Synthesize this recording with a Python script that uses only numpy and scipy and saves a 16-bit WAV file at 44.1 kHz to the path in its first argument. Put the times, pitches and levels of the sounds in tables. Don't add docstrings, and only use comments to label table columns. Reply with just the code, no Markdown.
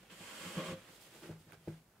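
import sys
import numpy as np
from scipy import signal
from scipy.fft import rfft, irfft
from scipy.io import wavfile

SR = 44100
rng = np.random.default_rng(int(sys.argv[2]) if len(sys.argv) > 2 else 0)


def inscribe(sig):
    pcm = np.round(np.clip(np.atleast_2d(sig).T, -1, 1) * 32767)
    wavfile.write(sys.argv[1], SR, pcm.astype(np.int16))


N = 88200
TIME = np.arange(N) / SR

# f/Hz, level/dB
RUMBLE_COLOUR = [(22, -31), (52, 1.5), (75, -15), (110, 1.5), (200, -3), (320, -9.5), (1000, -16.5),
                 (3500, -27), (15500, -27)]
# f/Hz, level/dB
STEREO_WIDTH = [(100, -23), (250, -20), (500, -9.5), (1000, -6), (2000, -4.5), (4000, -0.6), (12000, -2.5)]
# t/s, level/dB
RUSTLE_LEVEL = [(0, -64.5), (.70, -65), (.78, -58.5), (.85, -61.5), (.90, -60.5), (.97, -62.5),
                (1.01, -63.5), (1.07, -61.5), (1.10, -64), (1.15, -58), (1.21, -63), (1.27, -58),
                (1.36, -74.5), (1.46, -72.5), (1.63, -71.5), (1.72, -69.5), (1.78, -69), (1.90, -100)]
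# f/Hz, level/dB
RUSTLE_COLOUR = [(70, -19), (170, 2.5), (520, 2), (750, -1.5), (2500, -3), (3300, -4.5), (4000, -9.5),
                 (5500, -13.5), (8000, -13.5), (15500, -23.5)]
# t/s, level/dB, rise/s, fade/s
SLEEVE_SWISHES = [(.005, -71, 0.06, 0.17), (.962, -63, 0.22, 0.23), (1.016, -61, .02, 0.2),
                  (1.065, -67, 0.053, .25), (1.16, -68, 0.068, 0.57), (1.265, -65, 0.34, 0.32),
                  (1.40, -70.5, 0.041, .8), (1.71, -71, 0.21, 0.77)]
# f/Hz, level/dB
SLEEVE_COLOUR = [(1500, -30), (2600, -1), (3350, 2.5), (4000, -1), (5000, 1.5), (5700, -3), (8000, 0),
                 (12000, -4), (15500, -7)]
# t/s, level/dB, contact/ms
BOX_KNOCKS = [(.002, -58, 1.9), (.118, -50, 1.9), (.199, -46, 2.3), (.239, -56, 3.9), (.404, -50, 1.5),
              (.453, -39, 4.7), (.465, -46, 2.4), (.5635, -31.5, 2.53), (.5695, -32, 2.6), (.683, -35, 7.0),
              (.709, -38, 8.4), (.715, -33.5, 3), (.726, -39, 5.5), (.886, -56.5, 1.1)]
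# f/Hz, level/dB, fade/s
BOX_TONES = [(99.6, -15, .22), (155, -7.5, 0.11), (181.4, -1, .11), (250, -5.5, 0.056), (332, -5, 0.068),
             (355.5, -7, 0.087), (395, -9, 0.082), (450, -11.5, 0.064), (526.7, -7.5, 0.17),
             (613, -12.5, 0.11), (658, -13, 0.057), (1046, -6.5, 0.039), (1160, -6.5, .04),
             (1670, -13, 0.022), (2405, -19, 0.032)]
# t/s, level/dB
JUDDER_LEVEL = [(.30, -100), (.42, -60.5), (.47, -54.5), (.51, -59), (.555, -49.5), (.595, -41),
                (.635, -48), (.67, -45), (.70, -46.5), (.722, -47.5), (.738, -59), (.79, -110)]
# t/s, level/dB, rise/s, fade/s
COVER_RUBS = [(0.032, -60, 0.0032, 0.079), (.888, -59, .025, 0.16), (1.236, -54, 0.03, 0.2),
              (1.315, -58, 0.033, 0.3), (1.509, -62, 0.066, 0.06), (1.533, -54.5, 0.016, 0.14),
              (1.684, -58, 0.035, 0.31), (1.99, -71, 0.27, .4)]
# f/Hz, level/dB
COVER_RUB_COLOUR = [(100, -43), (300, 5), (750, 4), (1050, -1.5), (1450, 2.5), (2500, -5.5), (3800, -11.5),
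                    (9000, -18), (15500, -27)]
# t/s, level/dB
RASP_LEVEL = [(.088, -100), (.099, -58), (.125, -56), (.16, -59.5), (.22, -54), (.29, -52), (.38, -51),
              (.46, -47.5), (.52, -50), (.555, -48.5), (.585, -45.5), (.64, -47), (.715, -48), (.74, -52.5),
              (.77, -69.5), (.86, -110)]
# f/Hz, level/dB
RASP_COLOUR = [(60, -33), (190, 2), (430, 0.5), (750, -1.5), (1250, -0.5), (2200, -1.5), (3250, -0.5),
               (3700, -8), (5800, -14.5), (8000, -15), (15500, -27)]
# t/s, level/dB
GLOSS_LEVEL = [(.085, -100), (.115, -63), (.165, -63.5), (.21, -59.5), (.32, -57.5), (.46, -54), (.56, -56),
               (.63, -64), (.668, -55), (.695, -60), (.72, -57.5), (.79, -110)]
# f/Hz, level/dB
GLOSS_COLOUR = [(2500, -25), (4500, -3), (6000, -8), (7200, -1.5), (8300, -1.5), (9200, -6.5), (12000, -9),
                (15500, -18)]
# left delay/ms, right delay/ms, level/dB
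BOX_ECHOES = [(1.9, 1.92, -15.5), (3.7, 3.66, -13.5), (6.1, 6.14, -14.5), (9.4, 9.35, -13),
              (14.3, 14.35, -11)]
# t/s, level/dB
SCUFF_LEVEL = [(1.02, -100), (1.15, -62.5), (1.205, -67), (1.232, -54), (1.275, -58.5), (1.305, -55),
               (1.33, -57), (1.385, -110)]
# t/s, level/dB, contact/ms
PILE_KNOCKS = [(1.2855, -42.5, 2.5), (1.2925, -37.5, 1.58), (1.305, -56.5, 1.3), (1.399, -53, 3.5),
               (1.467, -52, 2.1), (1.522, -51, 4.6), (1.559, -54, 8.1), (1.604, -57.5, 2.5),
               (1.6742, -33, 1.27), (1.680, -41.5, 1.6)]
# f/Hz, level/dB, fade/s
PILE_TONES = [(52.3, -24, 0.53), (102.7, -7.5, 0.13), (130.5, -12.5, 0.14), (160.3, -6, 0.23),
              (217, -10, 0.095), (332.4, -1.5, 0.056), (405, -5, 0.073), (443, -6.5, 0.051),
              (579, -2, 0.032), (860, -11.5, 0.055)]
# t/s, level/dB
COVER_SNAPS = [(1.5222, -42.5), (1.523, -50.5), (1.535, -69)]
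# f/Hz, level/dB, fade/s
COVER_TONES = [(1510, -7.5, 0.011), (2000, -3, 0.008), (2620, -3.5, 0.0023), (9700, -9.5, 0.0022),
               (14000, -10, .0015)]

BOX_LOW_HZ, PILE_LOW_HZ, COVER_LOW_HZ = 61, 62.3, 700
ROOM_FADE_S, ROOM_DELAY_S = 0.26, 0.0035


def from_db(db):
    return 10 ** (np.asarray(db) / 20)


def level(curve):
    return from_db(np.interp(TIME, *np.transpose(curve)))


def strokes(rows):
    return sum(from_db(db - 20 * np.maximum(t - TIME, 0) / rise - 60 * np.maximum(TIME - t, 0) / fade)
               for t, db, rise, fade in rows)


def unit_level(x):
    return x / np.sqrt(np.mean(x ** 2) + 1e-20)


def pan(x, db):
    return x * from_db(np.array([[db], [-db]]) / 2)


def high_pass(x, hz):
    return signal.sosfilt(signal.butter(2, hz, "high", fs=SR, output="sos"), x)


def coloured(x, colour):
    hz, db = np.transpose(colour)
    bin_hz = np.maximum(np.fft.rfftfreq(N, 1 / SR), 1)
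    return irfft(rfft(x) * from_db(np.interp(np.log(bin_hz), np.log(hz), db)), N)


def stereo(middle, side):
    side = coloured(side, STEREO_WIDTH)
    return np.array([middle + side, middle - side])


def grains(per_s, uneven_db):
    sizes = from_db(uneven_db * np.minimum(rng.exponential(1, N), 5)) * rng.choice([-1, 1], N)
    return unit_level(sizes * (rng.random(N) < per_s / SR))


def friction(colour, per_s, uneven_db, pan_db):
    clicks = stereo(grains(per_s, uneven_db), grains(per_s, uneven_db))
    return pan(unit_level(coloured(clicks, colour)), pan_db)


def pushes(rows):
    force = np.zeros(N)
    for t, db, ms in rows:
        push = np.sin(np.pi * np.clip((TIME - t) / (ms / 1000), 0, 1)) ** 2
        force += from_db(db) * push / (push.sum() + 1e-9)
    return force


def ring(force, tones, low_hz):
    out = np.zeros(N)
    for k, (hz, db, fade) in enumerate(tones):
        shrink, turn = from_db(-60 / (fade * SR)), 2 * np.pi * hz / SR
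        feedback = [1, -2 * shrink * np.cos(turn), shrink * shrink]
        out += (-1) ** k * from_db(db) * signal.lfilter([0, np.sin(turn)], feedback, force + 1e-18)
    return high_pass(out, low_hz)


def in_room(x, echo_db):
    tail = stereo(*rng.standard_normal((2, N)))
    tail *= from_db(-60 * TIME / ROOM_FADE_S) * (TIME > ROOM_DELAY_S)
    tail /= np.sqrt(np.sum(tail ** 2) / 2)
    return x + from_db(echo_db) * signal.fftconvolve(x[None], tail, axes=1)[:, :N]


def in_box(x):
    out = x.copy()
    for left_ms, right_ms, db in BOX_ECHOES:
        for channel, ms in enumerate((left_ms, right_ms)):
            out[channel] += from_db(db) * np.roll(x[channel], int(ms * SR / 1000))
    return unit_level(out)


def room_rumble(db=-68.5):
    noise = stereo(*rng.standard_normal((2, N)))
    return from_db(db) * unit_level(coloured(noise, RUMBLE_COLOUR))


def rustle():
    covers = friction(RUSTLE_COLOUR, per_s=6000, uneven_db=1, pan_db=-1.5)
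    sleeves = friction(SLEEVE_COLOUR, per_s=7600, uneven_db=2, pan_db=-4)
    return level(RUSTLE_LEVEL) * covers + strokes(SLEEVE_SWISHES) * sleeves


def box_bumps_and_judder(slips_per_s=160, jitter=0.3, uneven_db=1, grit=0.34):
    times = np.cumsum(np.exp(jitter * rng.standard_normal(800)) / slips_per_s)
    times = times[times < TIME[-1]]
    slips = np.zeros(N)
    slips[(times * SR).astype(int)] = from_db(uneven_db * rng.standard_normal(len(times)))
    drag = unit_level(slips) + grit * rng.standard_normal(N)
    drag = high_pass(drag, hz=254)
    drag *= level(JUDDER_LEVEL) / np.std(ring(drag, BOX_TONES, BOX_LOW_HZ))
    ringing = ring(drag + pushes(BOX_KNOCKS), BOX_TONES, BOX_LOW_HZ)
    return pan(in_room(ringing, echo_db=-6), db=-0.3)


def cover_rubs():
    return strokes(COVER_RUBS) * friction(COVER_RUB_COLOUR, per_s=4500, uneven_db=2.5, pan_db=-3)


def slide():
    rasp = in_box(friction(RASP_COLOUR, per_s=9000, uneven_db=0, pan_db=-2))
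    hiss = in_box(friction(GLOSS_COLOUR, per_s=11000, uneven_db=1.5, pan_db=-3.5))
    return level(RASP_LEVEL) * rasp + level(GLOSS_LEVEL) * hiss


def landing():
    drag = high_pass(grains(per_s=2100, uneven_db=2), hz=170)
    drag *= level(SCUFF_LEVEL) / np.std(ring(drag, PILE_TONES, PILE_LOW_HZ))
    ringing = ring(drag + pushes(PILE_KNOCKS), PILE_TONES, PILE_LOW_HZ)
    return pan(in_room(ringing, echo_db=-8), db=0.6)


def cover_tick():
    force = np.zeros(N)
    for t, db in COVER_SNAPS:
        force[int(t * SR)] += from_db(db)
    ringing = ring(force, COVER_TONES, COVER_LOW_HZ)
    return pan(in_room(ringing, echo_db=-9), db=-13)


def scene():
    return (room_rumble() + rustle() + box_bumps_and_judder() + cover_rubs()
            + slide() + landing() + cover_tick())


def record(dry, cutoff_hz=15720):
    return signal.sosfiltfilt(signal.ellip(10, .05, 50, cutoff_hz, fs=SR, output="sos"), dry)


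dry = scene()
out = record(dry)
inscribe(out)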